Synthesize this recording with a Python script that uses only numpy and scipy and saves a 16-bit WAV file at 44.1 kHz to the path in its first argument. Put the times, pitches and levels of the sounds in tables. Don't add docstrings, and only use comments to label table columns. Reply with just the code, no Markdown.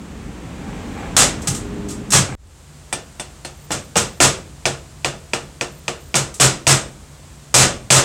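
import sys
import numpy as np
from scipy import signal
from scipy.fft import rfft, irfft, next_fast_len
from scipy.io import wavfile
from scipy.ndimage import uniform_filter1d, minimum_filter1d

SR = 44100
rng = np.random.default_rng(int(sys.argv[2]) if len(sys.argv) > 2 else 0)


def unload_audio(sound):
    columns = np.transpose(np.atleast_2d(sound))
    steps = np.round(np.clip(columns, -1, 1) * 32767)
    wavfile.write(sys.argv[1], SR, steps.astype(np.int16))


N = 354563
EVENT_SAMPLES = 32768
TIME_S, AGE_S = np.arange(N) / SR, np.arange(EVENT_SAMPLES) / SR
GRIP_S = 4.4

# start in seconds, knock in dB, ring in dB, ring tilt in dB/octave, jolt 0-1.
BLOWS = [(2.9269, -15, -25.5, .5, 0), (3.197, -17, -31.5, 1, 0), (3.4484, -24, -33, 1, 0),
         (3.7050, -32, -24.5, -2.5, 0.1), (3.9558, -17, -19, -1.5, 0.24), (4.2022, 0, -11.5, 1, 0.5),
         (4.6548, 1.5, -17.5, .5, 0.04), (5.0460, -2, -20, -.5, 0.03), (5.334, -2.5, -21.5, -.5, 0.01),
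         (5.6107, -2.5, -24, -0.5, 0), (5.8805, -3.5, -24.5, -.5, 0), (6.1421, -2.5, -21, -1, 0.23),
         (6.3988, -7, -17, 3.5, .54), (6.668, 3, -15, 4, 0.55), (7.5419, -1, -12.5, 1.5, 1),
         (7.9035, 6.5, -11.5, 3, .86)]


def mallet(ripple, contact_s=0.00067, build_s=0.0011, early_db=5.5):
    # mode in Hz, level in dB, t60 in seconds.
    pin_modes = [(573, -10, 0.0096), (960, -12.5, 0.019), (1833, -14.5, 0.023), (2390, -0.5, 0.0096),
                 (2650, -1.5, 0.0072), (3330, -5, 0.0074), (4760, -4.5, 0.0067), (6240, -5.5, 0.0051),
                 (7970, -7, 0.0054)]
    base_modes = [(136, -9.5, 0.43), (285.6, -15, 0.29), (358.3, -8, 0.33), (468, -7.5, 0.31),
                  (657, -19, 0.47), (783, -16, 0.19), (1030, -17, 0.11), (1787, -11.5, 0.25),
                  (2840, -9, 0.22), (3510, -13, 0.25), (5620, -11, 0.14), (7470, -19.5, 0.18)]
    # frequency in Hz, spectral density in dB.
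    casting_spectrum = [(80, -13), (140, -4.5), (220, -5), (500, -0.5), (950, -3), (1300, -4), (1750, -5.5),
                        (2050, -8.5), (2600, -4), (4000, -8.5), (4800, -7), (8200, -6), (10500, -19.5),
                        (16000, -46)]
    thud_spectrum = [(150, -4), (230, -4), (290, 4), (400, -14), (520, 1), (750, 8), (880, 5.5),
                     (1100, -27), (2000, -26)]
    out = np.zeros(N)
    for start_s, knock_db, ring_db, tilt_db, _ in BLOWS:
        knock = struck(pin_modes, spread_db=0.5, detune=0.01) * attack(contact_s)
        ring = room_decay(coloured(resonant_noise(ripple), casting_spectrum, tilt_db))
        ring *= from_db(early_db * decay(0.12))
        ring += from_db(0.5) * struck(base_modes, spread_db=3, detune=0.0025)
        thud = room_decay(coloured(resonant_noise(ripple), thud_spectrum)) * decay(0.52)
        thud *= from_db(0.5 if start_s < GRIP_S else -5)
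        body = (ring + thud) * attack(build_s)
        add(out, start_s, from_db(knock_db) * knock + from_db(ring_db) * body)
    return out


def loose_pin(ripple_free_db=5, chime_db=3.5, loss_db_per_tap=3.5):
    pings_hz = [2380, 3560, 4250]
    # mode in Hz, level in dB, t60 in seconds.
    chime_modes = [(550, -8, 0.045), (880, 0, 0.032), (1950, 3, 0.022), (8080, 4, 0.12), (8650, -4, .08),
                   (8880, -1, 0.12), (9660, -5, .07), (10430, -5, 0.065), (11600, -16, .07)]
    out = np.zeros(N)
    for tap, ((start_s, _, ring_db, *_), hz) in enumerate(zip(BLOWS, pings_hz)):
        ping = from_db(ripple_free_db) * np.sin(2 * np.pi * hz * AGE_S) * decay(0.07)
        chime = from_db(chime_db - loss_db_per_tap * tap) * struck(chime_modes, spread_db=1)
        add(out, start_s, from_db(ring_db) * (ping + chime))
    return out


def jolted_saw(ripple, max_lag_s=0.012, full_rattle_s=0.043):
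    out = np.zeros(N)
    for start_s, *_, jolt in BLOWS:
        if jolt > 0:
            rattle = iron_clash(ripple, full_rattle_s * jolt, tilt_db=-0.07)
            boom = from_db(-16.5 if start_s < GRIP_S else -13) * bench_boom(hold_s=0.072)
            add(out, start_s + max_lag_s * (1 - jolt ** 2), jolt * (rattle + boom))
    return out


def handled_iron(ripple, full_chatter_s=0.031):
    # start in seconds, level in dB, hold in seconds.
    clanks = [(1.1660, -1, 0.022), (1.419, -35, .0024), (1.472, -17, 0.0064), (1.548, -27.5, 0.0046),
              (1.886, -34, 0.0055), (1.904, -32, 0.0044), (2.1042, -22, .002), (2.12, -13, 0.009),
              (2.1330, -10, .037), (6.341, -32.5, 0.0014)]
    rocks = [(1.166, -24, 0.053), (1.485, -22.5, .028), (2.135, -19.5, 0.081), (2.3, -28.5, 0.054)]
    out = np.zeros(N)
    for start_s, level_db, hold_s in clanks:
        tilt_db = 1.35 * np.log2(full_chatter_s / hold_s)
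        add(out, start_s, from_db(level_db) * iron_clash(ripple, hold_s, tilt_db))
    for start_s, level_db, hold_s in rocks:
        add(out, start_s, from_db(level_db) * bench_boom(hold_s))
    return out


def iron_clash(ripple, hold_s, tilt_db):
    # frequency in Hz, spectral density in dB.
    iron_spectrum = [(80, -8), (200, -6), (350, -1), (750, -2), (1400, -3), (2000, -5.5), (3200, -3.5),
                     (4300, -5), (6000, -1), (7900, 2), (9300, -5.5), (11500, -16.5), (16000, -29)]
    # mode in Hz, level in dB, t60 in seconds.
    plate_modes = [(808, -20, 0.31), (1235, -20, 0.32), (1650, -25, 0.33), (4190, -20, 0.15),
                   (5240, -30, 0.25), (5540, -9, 0.11), (6950, -14, 0.083), (8330, -16.5, 0.37),
                   (8220, -12, 0.16)]
    contacts = impulses(EVENT_SAMPLES, per_s=500)
    ticks = from_db(-14.5) * coloured(contacts, iron_spectrum, tilt_db) * decay(0.077, hold_s)
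    crash = room_decay(coloured(resonant_noise(ripple), iron_spectrum, tilt_db), hold_s)
    plate = struck(plate_modes, spread_db=3.5, detune=0.002)
    return (ticks + crash + plate) * attack(0.00022)


def bench_boom(hold_s, settle_t60_s=0.12, room_db=-10.5, room_t60_s=1.0):
    # mode in Hz, level in dB, t60 in seconds.
    bench_modes = [(95, -0.5, 0.21), (135.6, 5.5, 0.62), (202.4, -1.5, 0.18)]
    drive = rng.standard_normal(EVENT_SAMPLES)
    boom = irfft(rfft(drive) * rfft(struck(bench_modes, detune=0.0129)))
    boom /= np.sqrt(uniform_filter1d(boom ** 2, size=1300) + 1e-9)
    envelope = decay(settle_t60_s, hold_s) + from_db(room_db) * decay(room_t60_s)
    return boom * envelope * attack(0.00084)


def plate_slide():
    # mode in Hz, level in dB, t60 in seconds.
    slide_modes = [(530, -3, .025), (799, -1, 0.071), (1165, -1, 0.022), (1610, -0.5, 0.017),
                   (2300, 3.5, 0.0081), (7690, -19, .22)]
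    # middle in seconds, level in dB, half length in seconds.
    pushes = [(0.727, -42.5, 0.12), (1.03, -35.5, 0.073), (2.33, -35, 0.055)]
    scrape = signal.fftconvolve(impulses(N, per_s=900), struck(slide_modes))[:N]
    envelope = sum(from_db(db) * bell_curve(middle_s, half_s) for middle_s, db, half_s in pushes)
    return rms_one(scrape) * envelope


def settling_saw():
    # frequency in Hz, spectral density in dB.
    spectrum = [(30, -11), (50, -1), (85, 2), (115, -19), (200, -27), (600, -50), (2000, -90)]
    return from_db(-42.5) * bell_curve(middle_s=2.5, half_s=0.13) * steady_noise(spectrum)


def mode_ripple(spacing_hz=30, spread_db=1.8):
    knots_db = spread_db * rng.standard_normal(4000)
    hz = np.fft.rfftfreq(EVENT_SAMPLES, 1 / SR)
    return from_db(np.interp(hz / spacing_hz, np.arange(len(knots_db)), knots_db))


def room_decay(noise, hold_s=0):
    # frequency in Hz, t60 in seconds.
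    room_t60 = [(100, 0.75), (300, 0.59), (700, 0.34), (2000, 0.34), (7000, 0.26), (15000, 0.19)]
    spectrum, centres_hz = rfft(noise), np.geomspace(100, 15000, 8)
    hz = np.fft.rfftfreq(EVENT_SAMPLES, 1 / SR)
    band_position = np.interp(np.log(hz + 1), np.log(centres_hz), np.arange(len(centres_hz)))
    out = np.zeros(EVENT_SAMPLES)
    for k, centre_hz in enumerate(centres_hz):
        band = irfft(spectrum * np.maximum(1 - abs(band_position - k), 0))
        out += band * decay(at_hz(room_t60, centre_hz), hold_s)
    return out


def far_traffic(drone_hz=101.6, waver=0.0074):
    # frequency in Hz, spectral density in dB.
    rumble_spectrum = [(15, -36), (25, -19.5), (48, 4), (114, -2), (211, 1.5), (267, -2), (303, -3.5),
                       (330, -7.5), (401, -9), (430, -11), (700, -20.5), (910, -40), (1540, -120)]
    rush_spectrum = [(240, -32), (400, -8), (621, -10.5), (780, -9.5), (2790, -18.5), (5030, -28),
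                     (7580, -25), (10400, -41), (15000, -45)]
    phase = 2 * np.pi * np.cumsum(drone_hz * (1 + waver * wander(per_s=10))) / SR
    drone = sum(np.sin(k * phase) for k in (2, 3, 4))
    return (from_db(-28) * pass_by(peak_s=1.38, half_s=0.69) * steady_noise(rumble_spectrum)
            + from_db(-37) * pass_by(peak_s=1.17, half_s=0.54) * steady_noise(rush_spectrum)
            + from_db(-33.5) * pass_by(peak_s=1.82, half_s=0.12) * drone)


def workshop_air(hum_hz=144, whine_s=0.2, whine_top_hz=14700, whine_drop_hz=2800):
    # frequency in Hz, spectral density in dB.
    air_spectrum = [(30, -35), (50, 2), (80, 1.5), (110, -10), (145, -4.5), (190, -11.5), (450, -18),
                    (1100, -21.5), (2100, -26), (5500, -28), (7500, -24), (9000, -27.5), (10500, -36),
                    (16000, -43.5)]
    whine_starts_s = [3.55, 3.79, 4.03, 5.70, 5.97]
    hum = from_db(-48) * np.sin(2 * np.pi * hum_hz * TIME_S + wander(per_s=9))
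    hum *= 1 + 0.6 * wander(per_s=9.9)
    arch = np.linspace(-1, 1, int(whine_s * SR))
    pitch_hz = whine_top_hz - whine_drop_hz * arch ** 2
    whine = np.zeros(N)
    for start_s in whine_starts_s:
        add(whine, start_s, np.sin(2 * np.pi * np.cumsum(pitch_hz) / SR) * np.sqrt(1 - arch ** 2))
    whine *= from_db(-56) * wander(per_s=120)
    return from_db(-41.5) * steady_noise(air_spectrum) + hum + whine


def struck(modes, spread_db=0, detune=0):
    out = np.zeros(EVENT_SAMPLES)
    for k, (hz, db, t60_s) in enumerate(modes):
        gain = (-1) ** k * from_db(db + spread_db * rng.standard_normal())
        pitch_hz = hz * (1 + detune * rng.standard_normal())
        out += gain * np.sin(2 * np.pi * pitch_hz * AGE_S) * decay(t60_s)
    return out


def impulses(samples, per_s):
    return (rng.random(samples) < per_s / SR) * rng.standard_normal(samples)


def resonant_noise(ripple):
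    return irfft(rfft(rng.standard_normal(EVENT_SAMPLES)) * ripple)


def steady_noise(spectrum):
    return coloured(rng.standard_normal(next_fast_len(N)), spectrum)[:N]


def coloured(noise, spectrum, tilt_db=0):
    hz = np.fft.rfftfreq(len(noise), 1 / SR)
    octaves = np.log2(np.maximum(hz, 200) / 2000)
    gain = from_db(at_hz(spectrum, hz) + tilt_db * octaves) * (hz > 20)
    return rms_one(irfft(rfft(noise) * gain, len(noise)))


def attack(rise_s):
    return 1 - np.exp(-AGE_S / rise_s)


def decay(t60_s, hold_s=0):
    return np.exp(-np.log(1000) * np.maximum(AGE_S - hold_s, 0) / t60_s)


def bell_curve(middle_s, half_s):
    return np.exp(-((TIME_S - middle_s) / half_s) ** 2)


def pass_by(peak_s, half_s):
    return 1 / np.hypot(1, (TIME_S - peak_s) / half_s)


def wander(per_s):
    knots = rng.standard_normal(1000)
    return np.interp(TIME_S * per_s, np.arange(len(knots)), knots)


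def at_hz(points, hz):
    knots_hz, values = np.array(points).T
    return np.interp(np.log(hz + 1), np.log(knots_hz), values)


def from_db(db):
    return 10 ** (np.asarray(db) / 20)


def rms_one(x):
    return x / np.sqrt(np.mean(x ** 2) + 1e-20)


def add(out, start_s, sound):
    at = round(start_s * SR)
    out[at:at + len(sound)] += sound[:N - at]


def scene(cut_s=2.351, air_fade_s=0.2):
    ripple = mode_ripple()
    impacts = mallet(ripple) + loose_pin() + jolted_saw(ripple) + handled_iron(ripple)
    air = workshop_air()
    handling = impacts + plate_slide() + far_traffic() + from_db(-3) * air
    blows = impacts * (TIME_S > BLOWS[0][0] - 0.01)
    fade_in = 1 - np.exp(-np.maximum(TIME_S - cut_s, 0) / air_fade_s)
    hammering = blows + settling_saw() + air * fade_in
    return np.where(TIME_S < cut_s, handling, hammering)[None]


def record(dry, ceiling=0.98, release_db_per_s=598.0, low_cut_hz=27, high_cut_hz=16000):
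    over_db = 20 * np.log10(np.maximum(abs(dry[0]) / ceiling, 1))
    release_db = release_db_per_s * TIME_S
    held_db = np.maximum.accumulate(over_db + release_db) - release_db
    gain_db = uniform_filter1d(minimum_filter1d(-held_db, size=21), size=21)
    low_cut = signal.butter(4, low_cut_hz, "high", fs=SR, output="sos")
    high_cut = signal.ellip(12, 0.1, 80, high_cut_hz, fs=SR, output="sos")
    return signal.sosfilt(high_cut, signal.sosfilt(low_cut, dry * from_db(gain_db)))


dry = scene()
out = record(dry)
unload_audio(out)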